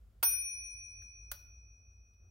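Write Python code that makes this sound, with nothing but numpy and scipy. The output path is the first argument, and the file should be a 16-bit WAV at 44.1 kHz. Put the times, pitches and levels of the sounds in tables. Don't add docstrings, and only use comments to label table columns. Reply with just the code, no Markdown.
import sys
import numpy as np
from scipy import signal
from scipy.fft import rfft, irfft
from scipy.io import wavfile

SR = 44100
rng = np.random.default_rng(int(sys.argv[2]) if len(sys.argv) > 2 else 0)


def wrap_up_sound(samples):
    columns = np.atleast_2d(samples).T
    tamed = np.clip(columns, -1, 1)
    steps = np.round(tamed * 32767).astype(np.int16)
    wavfile.write(sys.argv[1], SR, steps)


N = 101430
STRIKE_S = 0.2283
SIDES = np.array([[1], [-1]])


def from_db(db):
    return 10 ** (np.asarray(db) / 20)


def at_hz(points, hz):
    f, value = np.transpose(points)
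    return np.interp(np.log(np.maximum(hz, 1)), np.log(f), value)


def spectrum_hz():
    return np.arange(N // 2 + 1) * SR / N


def since(s):
    return np.maximum(np.arange(N) / SR - s, 0)


def spread(amount):
    return SIDES * amount / 2


def envelope(t, rise, t60):
    return (1 - np.exp(-t / rise)) * np.exp(-np.log(1000) * t / t60)


def noise(colour, likeness):
    mid, side = rfft(rng.standard_normal((2, N)))
    alike = np.clip(likeness, -1, 1)
    stereo = np.sqrt(1 + alike) * mid + np.sqrt(1 - alike) * side * SIDES
    x = irfft(stereo * from_db(at_hz(colour, spectrum_hz())), N)
    return x / np.sqrt(np.mean(x ** 2))


RIPPLE_DB, RIPPLE_STEP_HZ = 1.5, 110.5


def uneven(colour):
    hz = np.arange(1, 200) * RIPPLE_STEP_HZ
    return np.c_[hz, at_hz(colour, hz) + RIPPLE_DB * rng.standard_normal(len(hz))]


# pitch_hz, t60_s
ROOM_DECAY = [(200, .6), (1000, .55), (4000, .6), (8000, .42), (15000, .36)]
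ROOM_RISE_S, ROOM_LIKENESS = 0.008, 0.15


def room_tail(colour, s):
    hz, t = spectrum_hz(), since(s)
    wash = rfft(noise(colour, ROOM_LIKENESS))
    centres = np.array(ROOM_DECAY)[:, 0]
    tail = 0
    for (_, t60), share in zip(ROOM_DECAY, np.eye(len(ROOM_DECAY))):
        band = irfft(wash * at_hz(np.c_[centres, share], hz), N)
        tail = tail + band * envelope(t, ROOM_RISE_S, t60)
    return tail


CONTACT_RISE_S, AFTER_RING_T60_S, CONTACT_LIKENESS = 0.0008, 0.17, 0.31


def clatter(contacts, colour, crack_t60, ring_db, room_db):
    colour = uneven(colour)
    out = 0
    for s, db, pan in contacts:
        t = since(s)
        crack = envelope(t, CONTACT_RISE_S, crack_t60)
        after_ring = from_db(ring_db) * envelope(t, CONTACT_RISE_S, AFTER_RING_T60_S)
        direct = (crack + after_ring) * noise(colour, CONTACT_LIKENESS)
        room = from_db(room_db) * room_tail(colour, s)
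        out = out + from_db(db + spread(pan)) * (direct + room)
    return out


MODE_RISE_S = 0.0011
MODE_SPREAD_RAD = 0.69
FLUTTER, FLUTTER_HZ = 0.77, 80


def ring(modes, s, rise, pan_db):
    t = since(s)
    out = 0
    for hz, db, t60 in modes:
        steps = rng.standard_normal(size=200)
        waver = 1 + FLUTTER * np.interp(t * FLUTTER_HZ, np.arange(len(steps)), steps)
        lead = MODE_SPREAD_RAD * rng.standard_normal()
        tone = np.sin(2 * np.pi * hz * t + spread(lead))
        out = out + from_db(db + spread(pan_db)) * waver * envelope(t, rise, t60) * tone
    return out


# pitch_hz, relative level_db (per Hz)
RUMBLE_COLOUR = [(20, -34), (33, -20.5), (46, -3.5), (60, 7), (72, -10.5), (90, -2), (120, -23), (210, -26),
                 (270, -34.5), (370, -32), (740, -37.5), (910, -47), (1400, -40), (2000, -61.5),
                 (4400, -89.5)]
# start_s, level_db
RUMBLE_SWELL = [(0.0, -59), (0.44, -60.5), (0.74, -60), (0.78, -63), (1.05, -57.5), (1.13, -65),
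                (1.19, -58), (2.17, -63), (2.25, -57.5), (2.3, -60.5)]
# pitch_hz, relative level_db (per Hz)
HISS_COLOUR = [(1500, -6), (3000, -8), (6000, -11), (10000, -12), (15500, -12)]
# start_s, level_db
HISS_FADE = [(.2, -82), (0.499, -93), (2.3, -89.5)]
# pitch_hz, likeness (correlation)
BACKGROUND_LIKENESS = [(60, 0.97), (150, 1), (600, 0.29), (3000, .4)]
RUMBLE_DB = -58.5


def background():
    likeness = at_hz(BACKGROUND_LIKENESS, spectrum_hz())
    s, db = np.transpose(RUMBLE_SWELL)
    swell_db = np.interp(since(0), s, db - db.mean())
    rumble = from_db(RUMBLE_DB + swell_db) * noise(RUMBLE_COLOUR, likeness)
    hiss_db = np.interp(since(0), *np.transpose(HISS_FADE))
    return rumble + from_db(hiss_db) * noise(HISS_COLOUR, likeness)


# start_s, level_db, left_minus_right_db
CLAPPER_CONTACTS = [(.2275, -26.5, -2), (.2290, -27, -1)]
# pitch_hz, relative level_db (per Hz)
CLAPPER_COLOUR = [(100, -15), (190, -7), (280, -14), (500, -11), (680, -7), (850, -1.5), (1500, -3),
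                  (2100, -7.5), (3500, -5), (7000, -12), (12000, -7.5), (15500, -3)]
# pitch_hz, level_db, t60_s
FRAME_MODES = [(371, -62.5, .45), (484, -59, .45), (524, -48.5, .08), (880, -58.5, 0.032), (910, -37, .11),
               (925, -57.5, 0.32), (1425, -40, .12), (1497, -52, 0.48), (1570, -54, .35), (2950, -48, .08),
               (4740, -42.5, .12), (4855, -55.5, 0.52), (11935, -34.5, 0.066)]


def clapper():
    clack = clatter(CLAPPER_CONTACTS, CLAPPER_COLOUR, crack_t60=0.042, ring_db=-13.5, room_db=-20)
    return clack + ring(FRAME_MODES, STRIKE_S, MODE_RISE_S, pan_db=2)


# pitch_hz,
# level_db (before BELL_TRIM_DB), t60_s, # left_minus_right_db, # left_lead_rad (phase by which the left leads
BELL_MODES = [ (2445.5, -43, 2.9, 10, 3.0), (2500.1, -54.5, 5.1, 3, -1.2), (5801.9, -47, 2.9, 12, 3.0),
              (5807.6, -39.5, 3.5, -2, 0), (5811, -41, .7, -9, 3.1), (9567.9, -32.5, 1.1, -4.5, .6),
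              (9583.6, -27, .9, 9.5, -.7), (13824, -24, .35, -6, 1.0), (15615, -42, .17, 0, 1.0), ]
BELL_TRIM_DB = 0.62
SWELL_CYCLES = 51
FIRST_TROUGH_S = 0.023


def bell():
    t = since(STRIKE_S)
    out = 0
    for k, (hz, db, t60, pan, lag) in enumerate(BELL_MODES):
        sign = (-1) ** k
        level = sign * from_db(BELL_TRIM_DB + db + spread(pan))
        tone = np.sin(2 * np.pi * hz * (t - FIRST_TROUGH_S) - lag * (SIDES < 0))
        out = out + level * envelope(t, SWELL_CYCLES / hz, t60) * tone
    return out


# start_s, level_db, left_minus_right_db
CARRIAGE_TICKS = [(1.0215, -58, 4.5), (1.183, -75, 4), (2.137, -72, 7)]
# pitch_hz, relative level_db (per Hz)
CARRIAGE_COLOUR = [(400, -8), (1100, -16), (1650, 11), (2200, -11), (4300, -1), (8000, -18), (15000, -2.5)]


def carriage():
    return clatter(CARRIAGE_TICKS, CARRIAGE_COLOUR, crack_t60=0.01, ring_db=-13, room_db=-24)


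# start_s, level_db, left_minus_right_db
PAWL_CONTACTS = [(1.3152, -27.5, 1)]
# pitch_hz, relative level_db (per Hz)
PAWL_COLOUR = [(150, -17), (400, -15), (650, -0.5), (1400, 5.5), (2200, -5), (3200, -1), (4400, -2.5),
               (8000, -6), (11500, 6.5), (15500, 6.5)]
# pitch_hz, level_db, t60_s
PAWL_MODES = [(568, -61, 0.17), (1418, -40.5, 0.07), (1467, -62, 0.33), (4010, -60, 0.2), (4400, -72, 0.46),
              (4630, -64.5, 0.32), (6100, -44.5, 0.063), (11100, -57, 0.074), (14700, -61, 0.085)]
# pitch_hz, level_db, t60_s
REST_MODES = [(1408, -61, 0.11)]
PAWL_PAN_DB, REST_AT_S, REST_RISE_S = 1, 1.452, 0.012


def pawl():
    click = clatter(PAWL_CONTACTS, PAWL_COLOUR, crack_t60=0.026, ring_db=-15.5, room_db=-27.5)
    rings = sum(ring(PAWL_MODES, s, MODE_RISE_S, PAWL_PAN_DB) for s, _, _ in PAWL_CONTACTS)
    return click + rings + ring(REST_MODES, REST_AT_S, REST_RISE_S, PAWL_PAN_DB)


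def scene():
    return background() + clapper() + bell() + carriage() + pawl()


def record(dry):
    lowpass = signal.ellip(10, 0.2, 70, 15900, fs=SR, output="sos")
    return signal.sosfilt(lowpass, dry)


dry = scene()
out = record(dry)
wrap_up_sound(out)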